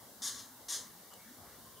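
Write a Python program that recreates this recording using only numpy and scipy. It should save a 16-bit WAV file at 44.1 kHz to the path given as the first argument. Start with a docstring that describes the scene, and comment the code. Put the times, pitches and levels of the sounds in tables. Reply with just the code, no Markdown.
"""Dry leaves in a breeze

Close by among banana plants, dry leaves scrape twice, with a softer scrape in between.
Each scrape is a run of tiny slips that rings the stiff leaf and bounces off the foliage.
A small snap and faint brushes follow, over a wash of air, a wavering drone and microphone hiss."""
import sys
import numpy as np
from scipy import signal
from scipy.fft import rfft, irfft
from scipy.io import wavfile
from scipy.ndimage import uniform_filter1d

SR = 44100
rng = np.random.default_rng(int(sys.argv[2]) if len(sys.argv) > 2 else 0)


def log_audio(samples):
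    """Write samples as a 16-bit WAV file to the path given in sys.argv[1]."""
    # one column per channel
    frames = np.atleast_2d(samples).T
    # limit to full scale, then quantise
    limited = np.clip(frames, -1, 1)
    pcm = np.round(limited * 32767).astype(np.int16)
    wavfile.write(sys.argv[1], SR, pcm)


N = 79380
TIME = np.arange(N) / SR
FREQS = np.fft.rfftfreq(2 * N, 1 / SR)


def amp(db):
    """Turns decibels into a gain."""
    return 10 ** (np.asarray(db) / 20)


def unit(x):
    """Scales a signal to an average power of one."""
    return x / np.sqrt(np.mean(x ** 2) + 1e-20)


def read(points, hz=FREQS):
    """Draws a curve through a table's points, with octaves evenly spaced."""
    point_hz, value = np.transpose(points)
    return np.interp(np.log(hz + 1), np.log(point_hz), value)


def colour(x, db):
    """Shapes the tone with a gain curve; white noise keeps its power."""
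    log_gain = np.log(np.maximum(unit(amp(db)), 1e-5))
    mirrored = np.r_[log_gain, log_gain[-2:0:-1]]
    response = np.exp(np.conj(signal.hilbert(mirrored)))[:N + 1]  # rings after a sound, never before
    return irfft(rfft(x, 2 * N) * response)[..., :N]


def pair(two, likeness):
    """Makes two unrelated signals partly alike (1 is identical)."""
    return np.array([two[0], likeness * two[0] + np.sqrt(1 - likeness ** 2) * two[1]])


def pan(x, db):
    """Tips a sound to the left by db, one value or one per frequency."""
    sides = amp(np.array([[.5], [-.5]]) * db)
    return irfft(rfft(x, 2 * N) * sides)[..., :N]


# Tone of the hiss (frequency [Hz], relative level [dB])
HISS_TONE = [(20, -18), (100, -10), (1500, -3), (2600, -11), (3800, -1), (8000, -0.5), (12000, 1.5),
             (15500, 1.5)]


def hiss(level_db=-55.5):
    """The microphone hisses steadily."""
    noise = pair(rng.standard_normal((2, N)), likeness=0.18)
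    return amp(level_db) * colour(noise, read(HISS_TONE))


# Tone of the breeze (frequency [Hz], relative level [dB])
AIR_TONE = [(20, -45), (40, -28), (56, -4.5), (75, -7), (105, 1.5), (150, -2), (230, -1), (340, -1.5),
            (600, -2), (1100, -3), (1500, -8), (2200, -12), (3500, -14.5), (6000, -16.5), (10000, -25),
            (16000, -15)]


def air(level_db=-59, patch_db=2.7):
    """A distant breeze makes a low wash with drifting louder and softer patches."""
    noise = pair(rng.standard_normal((2, N)), likeness=0.84)
    spectrum = signal.stft(noise, nperseg=1024, noverlap=768)[2]
    patches = uniform_filter1d(rng.standard_normal(spectrum.shape[1:]), size=8, axis=0)  # blur in pitch
    patches = unit(uniform_filter1d(patches, size=16, axis=1))  # blur in time
    wash = signal.istft(spectrum * amp(patch_db * patches), nperseg=1024, noverlap=768)[1][:, :N]
    return amp(level_db) * unit(colour(wash, read(AIR_TONE)))


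# How the drone wanders (time [s], pitch [Hz], level [dB])
DRONE_PATH = [(0, 278.8, -72.5), (0.182, 215.1, -66.5), (.27, 260.7, -64.5), (.44, 258.6, -67.5),
              (0.601, 250.3, -67), (.73, 319.9, -70.5), (.85, 218, -65), (.98, 187, -64),
              (1.08, 220.4, -76), (1.21, 178.5, -68), (1.34, 267.8, -60.5), (1.461, 209.4, -78),
              (1.67, 239.4, -71.5), (1.8, 234, -80)]


def drone(width_hz=75):
    """A faint, hollow band of low noise wavers in the distance."""
    times, pitch_hz, level_db = np.transpose(DRONE_PATH)
    rumble = colour(rng.standard_normal((2, N)), -30 * np.log10(1 + (2 * FREQS / width_hz) ** 2))
    phase = 2 * np.pi * np.cumsum(np.interp(TIME, times, pitch_hz)) / SR
    band = rumble[0] * np.cos(phase) + rumble[1] * np.sin(phase)  # lifts the rumble to the pitch
    return amp(np.interp(TIME, times, level_db)) * unit(band)


# Faint leaf touches (loudest moment [s], half length [s], pitch [Hz], band width [Hz], level [dB])
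LEAF_BRUSHES = [(0.788, 0.059, 510, 353, -65.5), (1.126, 0.01, 1230, 432, -61),
                (1.143, 0.024, 2970, 270, -65), (1.22, 0.031, 2240, 240, -63.5),
                (1.287, 0.038, 1620, 1296, -66), (1.504, 0.055, 1850, 1300, -65),
                (1.628, .04, 710, 400, -66.5), (1.725, 0.12, 1050, 57, -66), (1.776, 0.012, 3060, 250, -63)]


def brush(middle, half_length, pitch_hz, width_hz, level_db):
    """Soft rubbing swells and fades around one pitch."""
    band_db = -20 * np.log10(1 + (2 * (FREQS - pitch_hz) / width_hz) ** 2)
    rub = colour(rng.standard_normal(N), band_db)
    swell = np.exp(-.5 * ((TIME - middle) / half_length) ** 2)
    return amp(level_db) * swell * rub


# Ticks of a breaking fibre (time [s], level [dB])
SNAP_TICKS = [(1.1352, -43.5), (1.139, -40.5), (1.144, -59)]
# Tone of the ticks (frequency [Hz], relative level [dB])
SNAP_TONE = [(500, -14), (3000, -12), (6500, -20), (7600, -1), (8700, -14), (10000, -17), (15000, -18)]


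def snap(decay_s=.0006):
    """A dry fibre gives way in a few bright ticks."""
    force = sum((TIME > at) * amp(db) * np.exp(-abs(TIME - at) / decay_s) for at, db in SNAP_TICKS)
    return colour(force * rng.standard_normal(N), read(SNAP_TONE))


# How long the echoes last (frequency [Hz], time to fade by 60 dB [s])
ECHO_FADE = [(300, 0.4), (1500, 0.43), (5000, 0.29), (9000, 0.33), (15000, 0.19)]
# How alike the echoes are left and right (frequency [Hz], likeness [0 to 1])
ECHO_LIKENESS = [(300, 0.78), (3000, 1), (6500, 0.73), (9000, 0.5), (15000, 0.16)]


def foliage_echoes(x, echo_db=1):
    """Leaves all around add many small echoes; the treble dies soonest and spreads widest."""
    hz, t, spectrum = signal.stft(rng.standard_normal((2, SR // 2)), SR, nperseg=256)
    spectrum = pair(spectrum, read(ECHO_LIKENESS, hz)[:, None])
    fade = amp(-60 * t / read(ECHO_FADE, hz)[:, None])
    tail = signal.istft(spectrum * fade, SR)[1]
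    echoes = signal.fftconvolve(x[None], tail / np.linalg.norm(tail[0]), axes=1)[:, :N]
    return (x + amp(echo_db) * echoes) / np.sqrt(1 + amp(echo_db) ** 2)


def friction(slips_per_s=6000, spread_db=0.5, rub_share=0.62):
    """A sliding leaf makes tiny random slips mixed with smooth rubbing."""
    slips = (rng.random(N) < slips_per_s / SR) * rng.choice([-1, 1], N)
    sizes = amp(spread_db * np.minimum(rng.exponential(1, N), 4))
    return np.sqrt(1 - rub_share) * unit(slips * sizes) + np.sqrt(rub_share) * rng.standard_normal(N)


# Broad tone of the leaf (frequency [Hz], relative level [dB])
LEAF_TONE = [(150, -31), (500, -31.5), (820, -20.5), (1150, -12.5), (1430, -13), (1720, -9.5), (2150, -17),
             (2700, -16.5), (3150, -10.5), (4050, -5), (4500, -7.5), (5000, -2), (5400, -3.5), (6400, 1.5),
             (7300, -5), (8300, -8), (10500, -5.5), (11700, -11.5), (12500, -17), (15500, -20)]
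# Sharp peaks and dips in the leaf's ring (frequency [Hz], boost [dB])
LEAF_RINGS = [(1157, 7.5), (3150, 14), (3606, 10), (4021, 9), (4102, 2.5), (4295, 8.5), (4814, 3),
              (4980, 3), (5070, 2.5), (5752, 2), (5882, -9), (6114, -1), (6560, 5.5), (6855, -5),
              (7336, 9.5), (8797, 7)]
# The scrapes (start [s], rise time [s], time until fading [s], level [dB], treble tilt [dB per octave])
LEAF_SCRAPES = [(0.2198, 0.00078, 0.062, -36.5, 0), (0.338, .01, 0.063, -47.5, -2.5),
                (0.683, 0.0031, 0.067, -36.5, 0)]


def scrape(start, rise, length, level_db, tilt_db, grip_s=0.012, release_s=0.022, ring_width_hz=30):
    """Friction rings the stiff leaf: it catches, brightens as it gathers speed, then lets go."""
    age = TIME - start
    grip = 1 - np.clip(age / grip_s, 0, 1)
    rub = friction()
    treble = irfft(rfft(rub, 2 * N) / (1 + (8000 / (FREQS + 1)) ** 8))[:N]
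    rub = rub + treble * (amp(-8 * grip) - 1)  # duller while the leaf grips
    onset = np.clip(age / rise, 0, 1)
    release = np.exp(-np.maximum(age - length, 0) / release_s)
    force = onset * amp(level_db - 0.5 * grip) * release
    ring_db = sum(boost / (1 + (2 * (FREQS - hz) / ring_width_hz) ** 2) for hz, boost in LEAF_RINGS)
    return colour(rub * force, read(LEAF_TONE) + ring_db + tilt_db * np.log2(FREQS + 1))


# How far the leaf sounds lean left (frequency [Hz], left minus right [dB])
LEAF_PAN = [(200, 0), (1300, 3.5), (2500, 3), (4400, 3.5), (8000, -0.1), (15000, 3.5)]


def scene():
    """Leaves, breeze and drone sit a little to the left, over the hiss."""
    scrapes = foliage_echoes(sum(scrape(*row) for row in LEAF_SCRAPES))
    brushes = sum(brush(*row) for row in LEAF_BRUSHES)
    leaves = pan(scrapes + brushes + snap(), read(LEAF_PAN))
    return leaves + pan(air() + drone(), db=3.5) + hiss()


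def record(dry, notch_hz=2508, top_hz=15700):
    """The camera cuts a deep notch in the upper middle tones and removes the highest treble."""
    for width_hz in (356, 135):
        dry = signal.lfilter(*signal.iirnotch(notch_hz, notch_hz / width_hz, SR), dry)
    lowpass = signal.firwin(511, top_hz, window=("kaiser", 9), fs=SR)
    return signal.oaconvolve(dry, lowpass[None], "same")


dry = scene()
out = record(dry)
log_audio(out)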